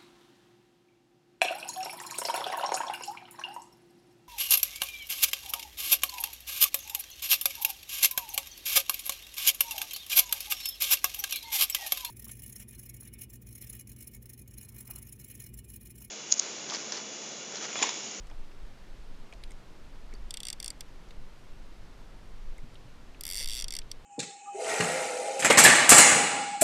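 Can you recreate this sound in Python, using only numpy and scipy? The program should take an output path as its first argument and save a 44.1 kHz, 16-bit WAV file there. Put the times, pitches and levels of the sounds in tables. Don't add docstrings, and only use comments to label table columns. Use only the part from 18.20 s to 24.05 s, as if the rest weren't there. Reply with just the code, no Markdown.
import sys
import numpy as np
from scipy import signal
from scipy.fft import rfft, irfft
from scipy.io import wavfile
from scipy.ndimage import uniform_filter1d

SR = 44100
rng = np.random.default_rng(int(sys.argv[2]) if len(sys.argv) > 2 else 0)


def log_audio(samples):
    frames = np.atleast_2d(samples).T
    limited = np.clip(frames, -1, 1)
    pcm = np.round(limited * 32767).astype(np.int16)
    wavfile.write(sys.argv[1], SR, pcm)


N = 257932


def from_db(db):
    return 10 ** (np.asarray(db) / 20)


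def rms_one(x):
    return x / np.sqrt(np.mean(x ** 2) + 1e-20)


def band(x, low_hz, high_hz, order=2):
    limits = [low_hz, min(high_hz, .45 * SR)]
    return signal.sosfilt(signal.butter(order, limits, "band", fs=SR, output="sos"), x)


def add(out, s, sound):
    at = round(s * SR)
    out[at:at + len(sound)] += sound[:N - at]


# (time [s], level [dB])
SLOW_SNAPS = [(2.1071, -31.5), (2.1404, -33.5), (2.171, -34.5), (2.203, -36), (2.232, -35), (2.252, -34),
              (2.2686, -33.5), (2.2843, -28.5), (2.3015, -29), (2.3283, -30.5), (2.4006, -32),
              (2.4272, -32), (2.4441, -30.5), (2.4603, -32), (2.4792, -30), (2.5032, -32), (2.6074, -33.5),
              (5.4822, -30.5), (5.506, -30), (5.5233, -29.5), (5.5377, -29), (5.5515, -28.5),
              (5.5658, -28.5), (5.588, -29.5), (5.7147, -31.5)]
# (time [s], speed [teeth per s])
RUN_SPEED = [(5.0091, 24.3), (5.062, 77.0), (5.08, 88.8), (5.147, 93.6), (5.202, 162.9), (5.242, 110.7),
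             (5.257, 42.8), (5.288, 99.0), (5.385, 130.9), (5.445, 28.2), (5.455, 20)]
# (time [s], level [dB])
RUN_LEVEL = [(5.01, -33.5), (5.08, -33), (5.11, -33), (5.17, -28), (5.25, -31), (5.28, -30.5),
             (5.32, -30.5), (5.39, -29), (5.44, -29.5)]
RUN_SPREAD_DB = 1.0


def teeth():
    s, speed = np.transpose(RUN_SPEED)
    t = np.arange(s[0], s[-1], 1 / SR)
    passed = np.cumsum(np.interp(t, s, speed)) / SR
    times = np.interp(np.arange(int(passed[-1]) + 1), passed, t)
    levels_db = np.interp(times, *np.transpose(RUN_LEVEL))
    levels_db = levels_db + RUN_SPREAD_DB * rng.standard_normal(len(times))
    snaps = np.vstack([SLOW_SNAPS, np.transpose([times, levels_db])])
    return snaps[np.argsort(snaps[:, 0])]


# (pitch [Hz], level [dB], build-up [ms], t60 [ms])
REEL_MODES = [(1730, -24.5, 0.66, 11), (2103, -8, 2.74, 64), (2790, -6.5, 1.87, 28),
              (3458, 0.5, 0.97, 16.6), (4060, -14, 0.68, 8.3), (4622, -1.5, 1.07, 107),
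              (5200, -8.5, 0.18, 21), (5687, 0, 0.73, 14.7), (6290, -14, 1.3, 23), (7380, -5.5, 0.13, 16),
              (7980, -1, 0.41, 5.9), (8620, -0.5, 0.18, 9.2), (9050, -5, 0.24, 10), (9970, -3, 0.7, 8.1),
              (11070, -14.5, 0.51, 12), (11880, -11, 0.23, 14.5), (12600, -15, .25, 10.5),
              (13500, -20, .2, 12), (14500, -24, 0.3, 10), (15600, -32, .2, 12)]
# (time [s], near 2.2 kHz [dB],
# near 3.4 kHz [dB], near 4.6 kHz [dB], near 8 kHz [dB], above 10 kHz [dB])
COLOUR = [(2.107, -9, -2, -0.5, 1.5, -2), (2.14, 3.5, 4.5, 1, 2.8, 1), (2.235, -3, 6, 1, 2.5, 1),
          (2.29, 0.5, -2, 1, 2, -4), (2.43, 0, -3, -0.5, -1.2, 0.5), (2.49, 0, -7, 4, 3, 0),
          (2.61, 3.5, -4, 1, -2.5, 0), (5.01, -1, -4.3, -0.5, -2.5, 9), (5.11, 6, -1, 0.5, 1, 8),
          (5.16, 1.5, -4.5, 1.5, -2, 4), (5.21, 4, -4, 0.5, -4.5, -2), (5.25, 1.5, -5, 1, -5.5, 1.1),
          (5.31, 0, 4, -1.5, -1, 1), (5.39, -3, -1.5, -3, -6, -1.5), (5.43, -1, -2.5, -0.5, -4, -4),
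          (5.54, -1.5, -3.5, 0.5, -3, -2), (5.6, 0, -4, 1, -2.5, -2), (5.72, -1, -4, 0, -1.5, -3.5)]
# (delay [ms], level [dB])
ECHOES = [(9.9, -26.5)]
DAMPING_MS = 1.41
LINGER_DB, LINGER_T60_MS, LINGER_SLOPE, LINGER_HZ = -9.5, 24.6, -0.62, 257
STRENGTH_SPREAD_DB, PITCH_SPREAD = .9, .006
TREBLE_WANDER = .018
PHASE_SPREAD = .85


def clicker():
    out, ms = np.zeros(N), np.arange(1600) * 1000 / SR
    hz, level_db, rise_ms, t60_ms = np.transpose(REEL_MODES)[:, :, None]
    snaps = teeth()
    when, *groups = np.transpose(COLOUR)

    swell = 1 - np.exp(-(ms / np.maximum(rise_ms, .02)) ** 2)
    struck = swell * from_db(-60 * ms / t60_ms - (ms / DAMPING_MS) ** 2)
    linger_t60_ms = LINGER_T60_MS * (hz / 4000) ** LINGER_SLOPE
    linger = swell * from_db(LINGER_DB - 60 * ms / linger_t60_ms)
    white = rng.standard_normal((len(REEL_MODES), len(snaps), len(ms)))
    rough = [rms_one(band(w, f - LINGER_HZ, f + LINGER_HZ)) for w, f in zip(white, hz[:, 0])]

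    chance = rng.standard_normal((len(snaps), 3, len(REEL_MODES), 1))
    chance = np.sqrt(3) * uniform_filter1d(chance, size=3, axis=0)
    slide = rng.standard_normal((len(snaps), len(REEL_MODES), 1))
    slide = rms_one(uniform_filter1d(slide, size=7, axis=0))
    chance[:, 1] += TREBLE_WANDER / PITCH_SPREAD * slide * (hz > 9000)
    own_phase = np.pi * np.arange(len(REEL_MODES))[:, None]

    group_hz = [2200, 3400, 4600, 5700, 7400, 8700, 10000]
    for (s, snap_db), (strength, pitch, phase), tail in zip(snaps, chance, np.swapaxes(rough, 0, 1)):
        lowest_db, low_db, middle_db, high_db, top_db = (np.interp(s, when, group) for group in groups)
        group_db = [lowest_db, low_db, middle_db, 0, high_db, high_db, top_db]
        tilt_db = np.interp(hz, group_hz, group_db)
        mode_hz = hz * (1 + PITCH_SPREAD * pitch)
        tone = np.sin(2 * np.pi * mode_hz * ms / 1000 + own_phase + PHASE_SPREAD * phase)
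        rings = struck * tone + linger * tail
        mode_db = snap_db + level_db + tilt_db + STRENGTH_SPREAD_DB * strength
        add(out, s, np.sum(from_db(mode_db) * rings, axis=0))

    heard = out.copy()
    for lag_ms, echo_db in ECHOES:
        add(heard, lag_ms / 1000, from_db(echo_db) * out)
    return heard


# (time [s], level [dB], centre pitch [Hz], width [octaves])
TICKS = [(0.07, -49, 3980, 1.6), (.098, -48.5, 5730, 0.28), (0.099, -49, 1200, 1.6),
         (.112, -47.5, 2900, 0.53), (0.113, -50.5, 595, 1.4), (.314, -51.5, 2660, .2),
         (1.125, -42, 2450, 0.55), (1.125, -51, 6500, .8), (1.127, -46.5, 500, 0.94),
         (1.136, -47, 3500, 1.7), (1.23, -53, 1660, .3), (1.237, -39, 3400, 1.07), (1.238, -48, 9650, .62),
         (1.305, -44, 2140, 0.089), (1.307, -48, 5000, 1.6), (1.307, -44.5, 8400, 0.13),
         (1.318, -45, 4770, 1.5), (1.926, -48.5, 2020, 0.3), (1.938, -42.5, 5430, 1.1),
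         (1.95, -47, 4600, .1), (2.887, -54, 4000, 1.3), (2.907, -43, 2600, 1.4),
         (4.381, -46.5, 8500, 0.65), (4.382, -50, 2070, 0.18), (4.543, -52, 6300, 1.2),
         (4.555, -45, 3380, 0.4), (4.946, -49.5, 2320, .57), (5.205, -51, 520, 0.96),
         (5.617, -42.5, 3300, .66)]
TICK_T60_MS, TICK_SLOPE = 16.8, -0.84
TICK_RING = -0.19


def ticks():
    out, ms = np.zeros(N), np.arange(4000) * 1000 / SR
    whites = rng.standard_normal((len(TICKS), len(ms)))
    for (s, level_db, hz, octaves), white in zip(TICKS, whites):
        t60_ms = TICK_T60_MS * (hz / 4000) ** TICK_SLOPE * octaves ** TICK_RING
        half_width = 2 ** (octaves / 2)
        puff = rms_one(band(white, hz / half_width, hz * half_width))
        onset = 1 - np.exp(-ms / 0.5)
        add(out, s, puff * onset * from_db(level_db - 60 * ms / t60_ms))
    return out


# (time [s], level [dB], pitch [Hz], t60 [ms])
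BUMPS = [(1.931, -41.5, 233, 66), (1.935, -37.5, 417, 41), (4.43, -37, 132, 93), (4.44, -40.5, 233, 86),
         (4.648, -38.5, 125, 113)]


def bumps():
    out, ms = np.zeros(N), np.arange(9000) * 1000 / SR
    for s, level_db, hz, t60_ms in BUMPS:
        tone = np.sin(2 * np.pi * hz * ms / 1000)
        onset = 1 - np.exp(-ms / 5.6)
        add(out, s, tone * onset * from_db(level_db - 60 * ms / t60_ms))
    return out


# (time [s], slow heave level [dB], flutter level [dB])
WIND = [(0.0, -51, -40.5), (0.19, -32.5, -53), (0.34, -45.5, -68), (0.45, -34.5, -41), (0.54, -48.5, -70),
        (0.8, -39.5, -43.5), (1.02, -39, -62), (1.16, -55, -49), (1.25, -37.5, -50), (1.5, -46.5, -64),
        (2.04, -38.5, -39.5), (2.15, -46.5, -53.5), (2.92, -45.5, -51.5), (3.01, -35.5, -46),
        (3.21, -53, -57), (3.26, -40.5, -51), (3.96, -48.5, -50), (4.32, -32.5, -45), (4.59, -48, -56.5),
        (5.11, -47.5, -48.5), (5.28, -32.5, -43.5), (5.85, -45, -56)]


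def wind():
    s, heave_db, flutter_db = np.transpose(WIND)
    out, white = 0, rng.standard_normal((2, N + SR))
    ranges_hz = ((7, 19.2), (22, 42.5))
    for noise, level_db, (low_hz, high_hz) in zip(white, (heave_db, flutter_db), ranges_hz):
        lumps = band(noise, low_hz, high_hz, order=3)
        power = uniform_filter1d(lumps ** 2, size=SR // 12)
        size = np.sqrt(uniform_filter1d(power, size=SR // 12))
        lumps = band(lumps / size, low_hz * 0.51, high_hz * 1.35, order=3)[SR:]
        out = out + rms_one(lumps) * from_db(np.interp(np.arange(N) / SR, s, level_db))
    return out


# (pitch [Hz], relative level per Hz [dB])
SEA_COLOUR = [(26, -20.5), (45, -9), (56, -9), (70, -11.5), (129, -12.5), (372, -19), (411, -19.5),
              (723, -23.5), (925, -24), (4570, -34.5), (13500, -51), (14900, -57), (16000, -71)]
SEA_DB = -54.5


def sea():
    hz = np.maximum(np.arange(N // 2 + 1) * SR / N, 1)
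    point_hz, point_db = np.transpose(SEA_COLOUR)
    colour_db = np.interp(np.log(hz), np.log(point_hz), point_db)
    noise = irfft(rfft(rng.standard_normal(N)) * from_db(colour_db), N)
    return from_db(SEA_DB) * rms_one(noise)


def scene():
    return (clicker() + ticks() + bumps() + wind() + sea())[None]


CUTOFF_HZ = 16300


def record(dry):
    return signal.sosfilt(signal.ellip(12, .5, 70, CUTOFF_HZ, fs=SR, output="sos"), dry)


dry = scene()
out = record(dry)
log_audio(out)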